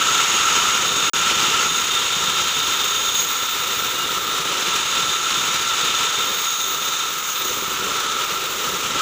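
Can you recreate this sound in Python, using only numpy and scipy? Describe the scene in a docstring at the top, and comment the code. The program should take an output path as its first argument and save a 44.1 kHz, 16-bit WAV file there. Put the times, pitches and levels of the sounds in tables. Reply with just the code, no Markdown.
"""A dense, ringing rattle over a low throb: a band saw runs in a workshop, fed short logs by hand.
The blade rubs through its guides and rings four resonances of wheels and guard; the drive thumps
and hums below. Narrow blade modes sing for a while, and the teeth hiss in the top treble when
they bite. Late on an offcut tips over and rocks. Mono; the sound drops out once, briefly."""
import sys
import numpy as np
from scipy import signal
from scipy.fft import rfft, irfft, next_fast_len
from scipy.io import wavfile

SR = 44100
rng = np.random.default_rng(int(sys.argv[2]) if len(sys.argv) > 2 else 0)


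def inscribe(sig):
    """Save sig as 16-bit PCM at rate SR to the path in sys.argv[1].

    A 1-D sig is mono; a 2-D sig holds one channel per row.
    Samples are clipped to [-1, 1] before scaling.
    """
    pcm = np.round(np.clip(np.atleast_2d(sig).T, -1, 1) * 32767)
    wavfile.write(sys.argv[1], SR, pcm.astype(np.int16))


N = 397341

# Blade in its guides, two consecutive spans. Each row: time in seconds, rubbing level in dB,
# then base levels of the lowest, third and top ring in dB.
BLADE_LEVELS = [
    [(0, -26, -23.5, -28, -28.5), (.3, -25, -25, -27.5, -26), (.76, -25.5, -23.5, -30, -28),
     (.9, -28.5, -26.5, -26.5, -27), (1.3, -25.5, -26, -29, -30), (1.5, -25.5, -26.5, -29, -32),
     (1.62, -25, -23, -34, -31.5), (1.665, -28, -27.5, -30, -30.5)],
    [(1.69, -29.5, -30, -28, -30.5), (2.36, -27.5, -29, -27, -32), (3.13, -30.5, -30, -28, -29.5),
     (3.19, -30.5, -35, -28.5, -25), (3.23, -31.5, -36, -34, -28), (3.3, -30, -30.5, -29, -33),
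     (4.4, -30.5, -29.5, -32, -40), (4.6, -28, -28.5, -32, -35), (5.07, -28.5, -28.5, -28, -30.5),
     (6.13, -28, -28.5, -28, -33), (6.6, -33, -31.5, -29, -29.5), (6.82, -32, -31, -32.5, -33),
     (6.97, -31, -28, -25.5, -28), (7.15, -32, -31, -35, -37), (7.32, -33, -33, -36, -30),
     (7.38, -32, -31, -28, -38), (7.46, -32, -34, -32, -30.5), (7.58, -32.5, -30.5, -35.5, -36),
     (8.03, -29, -27, -31.5, -35), (8.46, -31.5, -31.5, -35, -39.5), (8.93, -29.5, -30, -35, -36.5),
     (9.01, -27.5, -22, -30, -41)],
]
# Wood damping the sharp modes, two consecutive spans. Each row: time in seconds, damping in dB.
WOOD_DAMPING = [
    [(0, -5), (1.66, -3.5)],
    [(1.69, -4), (3.2, -1.5), (3.6, -2), (4.4, 4.5), (4.7, 0), (6.2, -2.5), (6.6, 2), (7.5, 3.5), (7.9, 3),
     (9.01, 4)],
]


def from_db(db):
    """Decibels to gain."""
    return 10 ** (np.asarray(db) / 20)


def unit_rms(x):
    """Scale to rms 1."""
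    return x / np.sqrt(np.mean(x ** 2) + 1e-20)


def curves(spans):
    """Join spans of (seconds, values..) rows; interpolate each value column per sample."""
    times_s, *columns = np.transpose(np.concatenate(spans))
    return [np.interp(np.arange(N) / SR, times_s, column) for column in columns]


def coloured(x, spectrum):
    """Shape by (Hz, dB) points on a log-frequency axis; rms 1."""
    size = next_fast_len(N)
    hz = np.maximum(np.arange(size // 2 + 1) * SR / size, 1)
    points_hz, points_db = np.transpose(spectrum)
    gain = from_db(np.interp(np.log(hz), np.log(points_hz), points_db))
    return unit_rms(irfft(rfft(x, size) * gain, size)[:N])


def drift(corner_hz):
    """Slow wander: noise at every 20th sample through a double one-pole low-pass; rms 1."""
    r = np.exp(-2 * np.pi * corner_hz * 20 / SR)
    noise = rng.standard_normal(N // 20 + 2002)
    slow = signal.lfilter([1], [1, -2 * r, r * r], noise)[2000:]
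    return np.interp(np.arange(N) / 20, np.arange(len(slow)), unit_rms(slow))


def resonance(x, hz, width_hz):
    """Two-pole band-pass; rms 1."""
    r = np.exp(-np.pi * width_hz / SR)
    w = 2 * np.pi * hz / SR
    return unit_rms(signal.lfilter([1, 0, -1], [1, -2 * r * np.cos(w), r * r], x))


def grains(spread_db):
    """A contact at every sample, of uneven size and random sign; rms 1."""
    size_db = spread_db * np.minimum(rng.exponential(1, N), 6)
    return unit_rms(from_db(size_db) * rng.standard_normal(N))


def rubbed_db(base_db, follow, damped):
    """Level of a part that follows the swing of the rubbing and yields to damping, both in dB per dB."""
    rubbing_db = curves(BLADE_LEVELS)[0]
    damping_db, = curves(WOOD_DAMPING)
    return base_db + follow * (rubbing_db - rubbing_db.mean()) - damped * damping_db


def blade(pressure):
    """The blade rubs in its guides: a broad rattle, plus the wheels and guard that it keeps ringing."""
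    # Each row: frequency in Hz, relative level in dB.
    rattle_spectrum = [(500, -18), (700, -8.5), (950, 4.5), (1300, 2.5), (1900, 0.5), (3000, 1.5),
                       (3900, -1), (4700, -4.5), (6000, 0), (7600, -1), (8400, -16), (10000, -47),
                       (16000, -40)]
    # Ringing parts. Each row: sharp mode's centre and width in Hz, broad neighbour's centre and
    # width per pass in Hz, its relative level in dB, its gain in dB per dB of damping.
    rings = [(1341.3, 45, 1253, 165, -5, 0.8), (2875, 550, 2860, 1770, 10.5, 3.2),
             (3615, 79, 3700, 530, -1, 1), (6645, 80, 6470, 930, -6, 2.8)]
    damping_db, = curves(WOOD_DAMPING)
    _, lowest_db, third_db, top_db = curves(BLADE_LEVELS)
    second_db = rubbed_db(-30.5, follow=1.28, damped=.05)
    rattle = coloured(pressure * grains(spread_db=1.5), rattle_spectrum)
    out = from_db(rubbed_db(-26, follow=.96, damped=.05)) * rattle
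    skirt_db = 1.5   # whole ring over the part near its centre
    for ring, ring_db in zip(rings, (lowest_db, second_db, third_db, top_db)):
        hz, width_hz, broad_hz, broad_width_hz, broad_db, damping_slope = ring
        # Each mode is struck at its own spot; the sharp one follows the pressure less.
        sharp = resonance(pressure ** .46 * grains(spread_db=1.5), hz, width_hz)
        broad = resonance(pressure * grains(spread_db=1.5), broad_hz, broad_width_hz)
        broad = resonance(broad, broad_hz, broad_width_hz)   # a mode cluster has steep flanks
        share = from_db(broad_db + damping_slope * damping_db)
        modes = (sharp + share * broad) / np.sqrt(1 + share ** 2)
        flicker_db = .5 * drift(3.3)
        out += from_db(ring_db + skirt_db + flicker_db) * modes
    return out


def drive(pressure):
    """The frame thumps once a stroke and dies down; the housing hums with a milder throb."""
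    # The drive sags as wood loads the blade; two consecutive spans.
    # Each row: time in seconds, base levels of thump and hum in dB.
    drive_levels = [
        [(0, -43, -37), (.45, -42, -37.5), (1.66, -40.5, -37)],
        [(1.69, -42, -42), (1.87, -46, -40.5), (2.36, -41.5, -39), (3.42, -49.5, -41.5), (3.58, -44.5, -39.5),
         (4.72, -45.5, -36.5), (4.76, -43, -39), (6.33, -45, -38.5), (6.5, -54, -47), (6.72, -48, -39.5),
         (7.33, -51, -44.5), (7.5, -47, -37.5), (7.6, -44, -40.5), (8.09, -44, -36.5), (8.27, -47.5, -37.5),
         (8.93, -42.5, -38), (8.97, -34, -33), (9.01, -49, -36)],
    ]
    # Each row of both spectra: frequency in Hz, relative level in dB.
    thump_spectrum = [(20, -16), (50, -8), (85, -4.5), (170, 0.5), (280, -2.5), (500, -16), (1500, -44)]
    hum_spectrum = [(100, -22), (280, -10), (390, 0.5), (440, -1.5), (500, -1), (660, -12), (900, -14),
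                    (2000, -37)]
    stroke_hz, skirt_db = 17.5, 1.5
    phase = np.cumsum(stroke_hz * (1 + .01 * drift(.6))) / SR % 1
    stroke = np.exp(-phase / .26) * from_db(2 * drift(4.5))
    uneven = pressure * from_db(.83 * drift(6.2))
    thump = coloured(uneven * (1 + 2 * stroke) * rng.standard_normal(N), thump_spectrum)
    hum = coloured(uneven * (1 + .23 * stroke) * rng.standard_normal(N), hum_spectrum)
    thump_db, hum_db = curves(drive_levels)
    return from_db(skirt_db) * (from_db(thump_db) * thump + from_db(hum_db) * hum)


def squeal():
    """Narrow modes of the blade swell and fade."""
    # Each row: start and end in seconds, centre and width in Hz, level at full swell in dB.
    squeals = [(-.5, 2.6, 13150, 350, -58), (1.7, 3.3, 3180, 110, -33), (2.9, 6.4, 9300, 200, -51),
               (3.94, 4.08, 2850, 20, -30)]
    t = np.arange(N) / SR
    out = np.zeros(N)
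    for start_s, end_s, hz, width_hz, level_db in squeals:
        progress = np.clip((t - start_s) / (end_s - start_s), 0, 1)
        swell = np.sin(np.pi * progress).clip(0) ** .4
        out += from_db(level_db) * swell * resonance(rng.standard_normal(N), hz, width_hz)
    return out


def teeth(pressure):
    """Chips tear off in quick clumps, a fine top hiss over the even rush of passing teeth."""
    # Pushes of wood into the teeth. Each row: start, end, attack and release in seconds, hiss in dB.
    cuts = [(1.8, 3.0, .6, .2, -39), (2.7, 3.52, .5, .2, -31.5), (3.55, 4.3, .1, .3, -34.5),
            (6.05, 6.85, .2, .3, -34.5), (6.8, 7.62, 0.28, .55, -33.5), (8.12, 8.8, .15, .2, -35.5)]
    # Each row of both spectra: frequency in Hz, relative level in dB.
    hiss_spectrum = [(11000, -34), (13400, -25), (14100, -15), (14700, -8), (15000, -1), (15600, -6),
                     (16200, -40)]
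    rush_spectrum = [(5000, -21), (7800, -4), (8600, -0.5), (9300, -1), (10800, -2), (11400, -6),
                     (13800, -9), (14800, 4.5), (15600, 6.5), (16200, -40)]
    t = np.arange(N) / SR
    bite = from_db(-44)   # idle hiss
    for start_s, end_s, attack_s, release_s, level_db in cuts:
        ramps = np.minimum((t - start_s) / attack_s, 1 + (end_s - t) / release_s)
        bite = np.maximum(bite, from_db(level_db) * np.clip(ramps, 0, 1))
    clumps = from_db(1.3 * drift(150) + .8 * drift(25) + 1.6 * drift(7))
    hiss = coloured(pressure * clumps * grains(spread_db=2), hiss_spectrum)
    rush = coloured(pressure ** 1.04 * grains(spread_db=2.5), rush_spectrum)
    return bite * hiss + from_db(rubbed_db(-38, follow=.05, damped=.043)) * rush


def offcut():
    """An offcut tips and rocks on the table; each knock rings its modes with strengths of its own."""
    # Each row: time in seconds, strike level in dB.
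    knocks = [(7.507, -23), (7.624, -26.5), (7.717, -29), (7.824, -27)]
    # Each row: frequency in Hz, relative level in dB, time to fall 60 dB in seconds.
    wood_modes = [(388, -2, 0.091), (484, -6.5, 0.086), (950, -14, .05)]
    times_s, strike_db = np.transpose(knocks)
    scatter_db = rng.normal(0, 1.5, (len(knocks), len(wood_modes)))
    out = np.zeros(N)
    for k, (hz, level_db, t60_s) in enumerate(wood_modes):
        clicks = np.full(N, 1e-18)   # floor avoids denormals
        clicks[(times_s * SR).astype(int)] = from_db(strike_db + level_db + scatter_db[:, k])
        r = from_db(-60 / (t60_s * SR))
        w = 2 * np.pi * hz / SR
        out += signal.lfilter([0, np.sin(w)], [1, -2 * r * np.cos(w), r * r], clicks)
    return out


def scene():
    """Blade, teeth and drive share one uneven pressure; both channels are equal."""
    pressure = from_db(.45 * drift(7.2) + .98 * drift(46))
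    mono = blade(pressure) + squeal() + offcut() + teeth(pressure) + drive(pressure)
    return np.stack([mono, mono])


def record(dry):
    """Rounded peaks, one short dropout, a steep low-pass."""
    mute_from_s, mute_to_s, cutoff_hz = 1.0975, 1.1338, 15470
    t = np.arange(N) / SR
    silent = (t > mute_from_s) & (t < mute_to_s)
    rounded = .91 * np.tanh(dry / .89)
    low_pass = signal.ellip(12, .5, 60, cutoff_hz, fs=SR, output="sos")
    return signal.sosfilt(low_pass, rounded * ~silent)


dry = scene()
out = record(dry)
inscribe(out)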